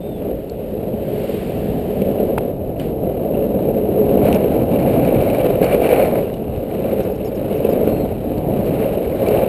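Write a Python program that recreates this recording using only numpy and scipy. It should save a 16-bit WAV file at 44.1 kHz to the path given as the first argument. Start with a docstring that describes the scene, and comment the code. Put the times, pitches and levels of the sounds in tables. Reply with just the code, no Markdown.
"""A skateboard's rough rumble is heard from on board, with crackling grit, knocks and rasping skids.
The asphalt drives board and camera case into forced vibration; sideways, the wheels stick and slip.
Eddies buffet the microphone, a second skater ahead hisses in braking slides, and birds call from trees.
The camera samples slowly and holds each value, which mirrors the spectrum into a thin, high sizzle."""
import sys
import numpy as np
from scipy import signal
from scipy.fft import rfft, irfft, next_fast_len
from scipy.io import wavfile
from scipy.ndimage import map_coordinates

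SR = 44100
rng = np.random.default_rng(int(sys.argv[2]) if len(sys.argv) > 2 else 0)


def transcribe(signal):
    """Save signal, clipped to [-1, 1], as a 16-bit WAV file at the path in sys.argv[1]."""
    frames = np.atleast_2d(signal).T
    limited = np.clip(frames, -1, 1)
    pcm = np.round(limited * 32767).astype(np.int16)
    wavfile.write(sys.argv[1], SR, pcm)


N = 418068

# spectrum of the distant trees: f/Hz, level/dB
RUSTLE_SPECTRUM = [(2000, -21), (3800, 4), (5400, -3.5), (6000, -16)]
# one bird's chirps and another's whistles: t/s, duration/s, top f/Hz, level/dB
CHIRPS = [(7.025, .025, 5850, -52), (7.112, .018, 5350, -55), (7.152, .02, 5650, -54),
          (7.243, .056, 5500, -47.5), (7.347, .026, 5550, -51), (7.563, .024, 5800, -56),
          (7.694, .048, 5250, -50.5)]
WHISTLES = [(0, 0.18, 3650, -51.5), (.115, .1, 3480, -56), (7.87, 0.2, 4260, -50.5)]
# contours of an arched and a drooping note: fractions of duration, of top f, of amplitude
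ARCH = [(0, .78, .2), (.12, .94, .8), (.24, 1, 1), (.5, .94, 1), (.75, .86, .9), (1, .79, .1)]
DROOP = [(0, .97, .7), (.3, 1, .9), (.75, .99, 1), (1, .89, .4)]
# slides of the skater ahead: t/s, attack/s, duration/s, level/dB, decay/(dB/s)
SLIDES = [(0, .02, 1.3, -55, -0.5), (0.96, 0.37, 1.3, -42.5, 7.5), (2.78, 0.027, .25, -41, 131)]
# spectrum of sliding friction: f/Hz, level/dB
SLIDE_SPECTRUM = [(400, -31), (1000, -4.5), (1600, -3.5), (3000, -1.5), (3500, -8), (4500, -11),
                  (6000, -24.5)]

# spectra of small and of large eddies: f/Hz, level/dB
SMALL_EDDY_SPECTRUM = [(30, -27), (70, -14.5), (130, -2.5), (230, -3), (330, -3.5), (480, -14), (700, -10),
                       (1000, -30), (2000, -68.5)]
LARGE_EDDY_SPECTRUM = [(12, -25), (28, -10), (55, 1.5), (100, 0), (170, -4.5), (400, -23), (1000, -68)]
# gusts on the camera: peak t/s, duration/s, gain/dB
GUSTS = [(1.716, 0.43, 5), (2.343, 0.43, 2), (2.95, 0.76, 2), (4.256, .5, 6), (4.875, 0.93, 7.5),
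         (5.616, 0.24, 3.5), (6.6, 0.45, 1.5), (7.98, 0.43, 8), (8.523, 0.78, 8)]
# the board's speed downhill: t/s, fraction of top speed
SPEED = [(0, .54), (1.3, 0.66), (2.65, 0.69), (3.6, .88), (5.6, 0.99), (5.95, 0.7), (6.45, 0.66),
         (7.35, 0.74), (8.25, 0.66), (9.48, 0.83)]
# turns press the wheels harder: apex t/s, lean-in/s, let-go/s, gain/dB
TURNS = [(.26, 0.071, 0.12, 8), (1.0, 0.44, 0.89, 3.5), (2.25, 0.41, 0.3, 8), (3.45, 0.54, 0.18, 2.5),
         (4.33, 0.88, 0.34, 4.5), (5.25, 0.45, 0.62, 1.5), (6.03, 0.38, 0.33, 10), (6.97, 0.41, 0.24, 5.5),
         (7.78, 0.46, 0.41, 6.5), (8.8, 0.39, 0.28, 5), (9.38, 0.42, .35, 6.5)]
# the wheels scrub sideways: t/s, duration/s, tread gain/dB
SKIDS = [(4.216, 0.14, 4), (4.726, .8, 3.5), (5.591, 0.14, 8.5), (5.794, 0.261, 9), (6.058, .11, 3),
         (8.67, 0.21, 3), (9.216, .25, 2.5)]

# stones snap under the wheels; the rows at 5.049, 5.3, 5.348 and 5.891 s are short rasps of the scrubbing
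# wheels: t/s, level/dB, f/Hz, T60/s
STONES = [(.498, -34, 4330, 0.013), (2.018, -26, 2340, 0.017), (2.3797, -6.5, 890, 0.013),
          (2.3837, -16.5, 2530, 0.0087), (2.798, -27.5, 2970, 0.023), (4.328, -15, 2740, 0.0077),
          (4.347, -28.5, 5320, 0.012), (5.049, -24, 2450, .025), (5.3, -24.5, 2500, .022),
          (5.348, -23.5, 2350, 0.017), (5.643, -32.5, 4500, .045), (5.745, -21, 2180, .014),
          (5.891, -24, 2380, .022), (6.34, -34, 2900, 0.032), (7.646, -33, 2820, 0.021),
          (7.874, -22.5, 1430, .0086), (8.382, -41, 4300, 0.014), (8.66, -36.5, 4500, .013),
          (9.285, -27.5, 4400, .014)]
# the wheels drop into cracks: t/s, level/dB
BUMPS = [(2.017, -6), (3.35, -9.5), (4.358, -4.5), (4.442, -2.5), (5.614, -2.5), (5.746, -0.5), (7.647, -2),
         (7.873, -1), (9.285, -0.5)]
# spectrum of crackling grit: f/Hz, level/dB
GRIT_SPECTRUM = [(400, 3), (900, 7), (1200, 2.5), (1900, -2.5), (2300, -0.5), (2750, -2), (3050, -1.5),
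                 (3400, -8), (3900, -4.5), (4500, -13), (5200, -16.5), (6000, -24.5)]
# resonances: f/Hz, bandwidth/Hz, gain/dB
TRUCK_MODES = [(2650, 375, 2), (2860, 480, -1.5)]  # loose hardware
CHATTER_MODES = [(1280, 760, -8), (2366, 280, -1), (4250, 150, -16)]  # urethane pushed sideways
CASE_MODES = [(261, 144, -10), (438, 87, -3), (541, 96.6, 1), (642, 270, -11)]  # wheels and camera case
DECK_MODES = [(198.6, 30.4, -1.5), (426.4, 33, 1.5)]  # bending of the board
STRAIN_MODES = [(650, 120, 1), (870, 154, -7), (930, 110, -10)]  # higher board modes, excited under load
# the board's drone: t/s, level/dB relative to the roar of wheels and case
DRONE_LEVEL = [(0, -.5), (1.6, 2), (3.2, -4.5), (4.2, 2), (4.7, -11.5), (6.0, -7.5), (6.5, -0.5), (7.8, -3),
               (8.3, -3), (9.48, -6.5)]

AIR_DB, AIR_DB_PER_DOUBLING = -21, 10  # reference level at top speed, growth with speed
ROLL_DB, ROLL_DB_PER_DOUBLING = -19.5, 12.5  # likewise for the rumble
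TREAD_DB, TREAD_GROWTH = -45.5, 0.78  # reference level, dB per dB of wheel load
COARSE_S, COARSE_BLEND_S, COARSE_DB = 3.91, 0.37, 5  # the asphalt turns coarser
SKID_ATTACK_S, SKID_RELEASE_S, SKID_RUMBLE_SHARE = 0.045, 0.038, 0.27
SQUEAL_HZ, SQUEAL_WIDTH_HZ = 2325, 36
CEILING, HOLD_HZ, CLOCK_HZ, TOP_HZ = .94, 12000, 48000, 15300


def amp(db):
    """Amplitude ratio of a level in decibels."""
    return 10 ** (np.asarray(db) / 20)


def unit(x):
    """Normalisation to rms 1."""
    return x / np.sqrt(np.mean(x ** 2) + 1e-20)


def curve(rows):
    """Linear interpolation of (t/s, value) rows at every sample."""
    return np.interp(np.arange(N) / SR, *np.transpose(rows))


def wobble(rate):
    """Smooth random modulation: a spline through rate knots per second."""
    knots = rng.standard_normal(int(N * rate / SR) + 4)
    return map_coordinates(knots, [np.arange(N) * rate / SR])


def hump(peak_s, rise_s, fall_s):
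    """Cosine envelope from 0 to 1 and back."""
    u = np.interp(np.arange(N) / SR, [peak_s - rise_s, peak_s, peak_s + fall_s], [-1, 0, 1])
    return np.cos(u * np.pi / 2)


def gate(start_s, length_s, attack_s, release_s):
    """Trapezoidal envelope whose release begins after length_s."""
    t = np.arange(N) / SR - start_s
    return np.clip(np.minimum(t / attack_s, 1 + (length_s - t) / release_s), 0, 1)


def add(track, s, sound):
    """Superposition of a sound on the track at time s."""
    start = max(round(s * SR), 0)
    track[start:start + len(sound)] += sound[:N - start]


def filtered(x, response):
    """Linear filtering: the spectrum is multiplied by a frequency response."""
    size = next_fast_len(len(x) + 8192)
    hz = np.fft.rfftfreq(size, 1 / SR)
    return irfft(rfft(x, size) * response(hz), size)[:len(x)]


def coloured(x, spectrum):
    """Spectral shaping by (f/Hz, level/dB) points on a log axis, at rms 1."""
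    f, db = np.transpose(spectrum)
    return unit(filtered(x, lambda hz: amp(np.interp(np.log(hz + 1), np.log(f), db))))


def resonate(x, modes):
    """Modal superposition: x drives damped resonators of alternating polarity."""
    def response(f):
        return sum((-1) ** k * amp(db) * 1j * f * width / (centre ** 2 - f ** 2 + 1j * f * width)
                   for k, (centre, width, db) in enumerate(modes))
    return filtered(x, response)


def through_wheels(blows, modes, cutoff_hz=740):
    """Vibration isolation: blows excite the modes, but the soft wheels pass little treble."""
    return signal.sosfilt(signal.butter(4, cutoff_hz, fs=SR, output="sos"), resonate(blows, modes))


def impacts(rate, spread_db):
    """Shot noise: random blows of uneven size, rate per second, at rms 1."""
    hits = rng.random(N) < rate / SR
    return unit(hits * rng.standard_normal(N) * amp(spread_db * rng.standard_normal(N)))


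def speed_doublings():
    """Speed in doublings from top speed; a power law is linear in dB on this scale."""
    return np.log2(np.maximum(curve(SPEED), .1))


def bird(notes, contour):
    """Frequency and amplitude modulation: each pure tone follows the contour, a little unsteadily."""
    drift, flutter = 1 + .009 * wobble(300), amp(1.5 * wobble(120))
    fraction, pitch, strength = np.transpose(contour)
    track = np.zeros(N)
    for s, length, top_hz, db in notes:
        u = np.linspace(0, 1, round(length * SR))
        now = max(round(s * SR), 0) + np.arange(len(u))
        hz = top_hz * np.interp(u, fraction, pitch) * drift[now]
        envelope = np.interp(u, fraction, strength) * signal.windows.tukey(len(u), .15) * flutter[now]
        add(track, s, amp(db) * envelope * np.sin(2 * np.pi * np.cumsum(hz) / SR))
    return track


def trees(rustle_db=-68):
    """Incoherent addition: many leaves merge into steady noise behind two birds."""
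    rustle = amp(rustle_db) * coloured(rng.standard_normal(N), RUSTLE_SPECTRUM)
    return rustle + bird(CHIRPS, ARCH) + bird(WHISTLES, DROOP)


def skater_ahead(release_s=0.2):
    """Sliding friction radiates a broadband hiss that fades as the wheels slow."""
    t = np.arange(N) / SR
    envelope = sum(gate(s, length, attack, release_s) * amp(db - decay * np.maximum(t - s - attack, 0))
                   for s, attack, length, db, decay in SLIDES)
    return envelope * coloured(rng.standard_normal(N), SLIDE_SPECTRUM)


def wind(lump_db=1.77, large_db=-17, large_growth=0.57):
    """Turbulent pressure on the microphone grows with speed and in gusts, most for small eddies."""
    gust_db = sum(db * hump(s, length / 2, length / 2) for s, length, db in GUSTS)
    air_db = AIR_DB + AIR_DB_PER_DOUBLING * speed_doublings() + gust_db
    small_gain = amp(air_db - 1.5 + lump_db * wobble(22))
    small_eddies = small_gain * coloured(rng.standard_normal(N), SMALL_EDDY_SPECTRUM)
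    large_gain = amp(large_db + large_growth * air_db + lump_db * wobble(14))
    large_eddies = large_gain * coloured(rng.standard_normal(N), LARGE_EDDY_SPECTRUM)
    return small_eddies + large_eddies


def stones(crack_gain=0.46, attack_cycles=0.26):
    """Damped free vibration: each stone, or short rasp of the wheels, rings briefly, with a crack of noise
    around its pitch."""
    track, t = np.zeros(N), np.arange(SR // 10) / SR
    for s, db, hz, t60 in STONES:
        envelope = amp(db - 60 * t / t60) * (1 - np.exp(-t * hz / attack_cycles))
        spectrum = [(hz / 2, -12), (hz, 0), (2 * hz, -14), (10 * hz, -60)]
        crack = coloured(rng.standard_normal(len(t)), spectrum)
        add(track, s, envelope * (np.sin(2 * np.pi * hz * t) + crack_gain * crack))
    return track


def bumps(rattle_db=-28, rattle_t60=0.031):
    """Impulse response: each crack in the road knocks board and case and shakes the trucks."""
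    track, t = np.zeros(N), np.arange(SR // 10) / SR
    knock = through_wheels(signal.unit_impulse(len(t)), CASE_MODES + DECK_MODES)
    knock /= np.abs(knock).max()
    rattle_envelope = amp(rattle_db - 60 * t / rattle_t60)
    for s, db in BUMPS:
        rattle = rattle_envelope * unit(resonate(rng.standard_normal(len(t)), TRUCK_MODES))
        add(track, s, amp(db) * (knock + rattle))
    return track


def tread(slip, crackle_db=0.5, judder_db=2.5, rattle_db=-9, squeal_db=-4.5):
    """Stick-slip friction: as slip rises, crackle yields to chatter and squeal over rattling trucks."""
    grit_gain = amp(1.5 + crackle_db * wobble(220))
    grit = grit_gain * coloured(impacts(rate=6000, spread_db=2), GRIT_SPECTRUM)
    rattle = amp(rattle_db) * unit(resonate(impacts(rate=280, spread_db=-2), TRUCK_MODES))
    # the urethane grips and lets go in short rasping bursts
    bursts = amp(judder_db * wobble(75)) * impacts(rate=2500, spread_db=0.5)
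    chatter = amp(-1) * unit(resonate(bursts, CHATTER_MODES))
    squeal_mode = [(SQUEAL_HZ, SQUEAL_WIDTH_HZ, 0)]
    squeal = amp(squeal_db) * unit(resonate(impacts(rate=1200, spread_db=7), squeal_mode))
    return np.sqrt(1 - slip) * grit + rattle + np.sqrt(slip) * chatter + slip * squeal


def contact_levels():
    """Contact excitation in dB grows with speed and load; coarse road and skids raise mainly the tread."""
    turn_db = sum(db * hump(s, lean, let_go) for s, lean, let_go, db in TURNS)
    load_db = ROLL_DB_PER_DOUBLING * speed_doublings() + turn_db
    coarse_db = COARSE_DB * np.clip((np.arange(N) / SR - COARSE_S) / COARSE_BLEND_S, 0, 1)
    skid_db = sum(db * gate(s, length, SKID_ATTACK_S, SKID_RELEASE_S) for s, length, db in SKIDS)
    rumble_db = ROLL_DB + load_db + SKID_RUMBLE_SHARE * skid_db
    tread_db = TREAD_DB + TREAD_GROWTH * load_db + coarse_db + skid_db
    return rumble_db, tread_db


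def wheels(texture_db=1.5, half_slip_db=-34, strain_db=-6):
    """Forced vibration: the asphalt's grain shakes board and case, beneath the noise of the tread."""
    rumble_db, tread_db = contact_levels()
    # coarse and smooth patches modulate rumble and tread together
    patch_db = texture_db * unit(wobble(35) + wobble(130))
    # slip follows the tread level: 0 in free rolling, 1 in hard scrubbing
    slip = 1 / (1 + amp(2.02 * (half_slip_db - tread_db)))
    roar = unit(through_wheels(impacts(rate=4000, spread_db=2), CASE_MODES))
    drone_gain = amp(curve(DRONE_LEVEL))
    drone = drone_gain * unit(through_wheels(impacts(rate=4000, spread_db=0.5), DECK_MODES))
    strain_ring = unit(through_wheels(impacts(rate=3000, spread_db=2), STRAIN_MODES, cutoff_hz=1080))
    strain = amp(strain_db) * np.sqrt(slip) * strain_ring
    rumble = (roar + drone + strain) / np.hypot(1, 0.58 * drone_gain)  # partly offsets the drone's power
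    return amp(rumble_db + patch_db) * rumble + amp(tread_db + patch_db) * tread(slip)


def scene():
    """Free-field superposition: all sources add at one microphone in the open air."""
    return (wind() + wheels() + skater_ahead() + bumps() + stones() + trees())[None]


def record(dry):
    """Zero-order hold: steps between slow samples mirror the spectrum around the sampling rate."""
    limited = np.clip(dry[0], -CEILING, CEILING)
    smooth = filtered(limited, lambda hz: hz < HOLD_HZ / 2)
    hold_ticks = CLOCK_HZ // HOLD_HZ
    samples = signal.resample_poly(smooth, CLOCK_HZ, SR)[::hold_ticks]
    steps = signal.resample_poly(np.repeat(samples, hold_ticks), SR, CLOCK_HZ)[:N]
    return filtered(steps, lambda hz: hz < TOP_HZ)[None]


dry = scene()
out = record(dry)
transcribe(out)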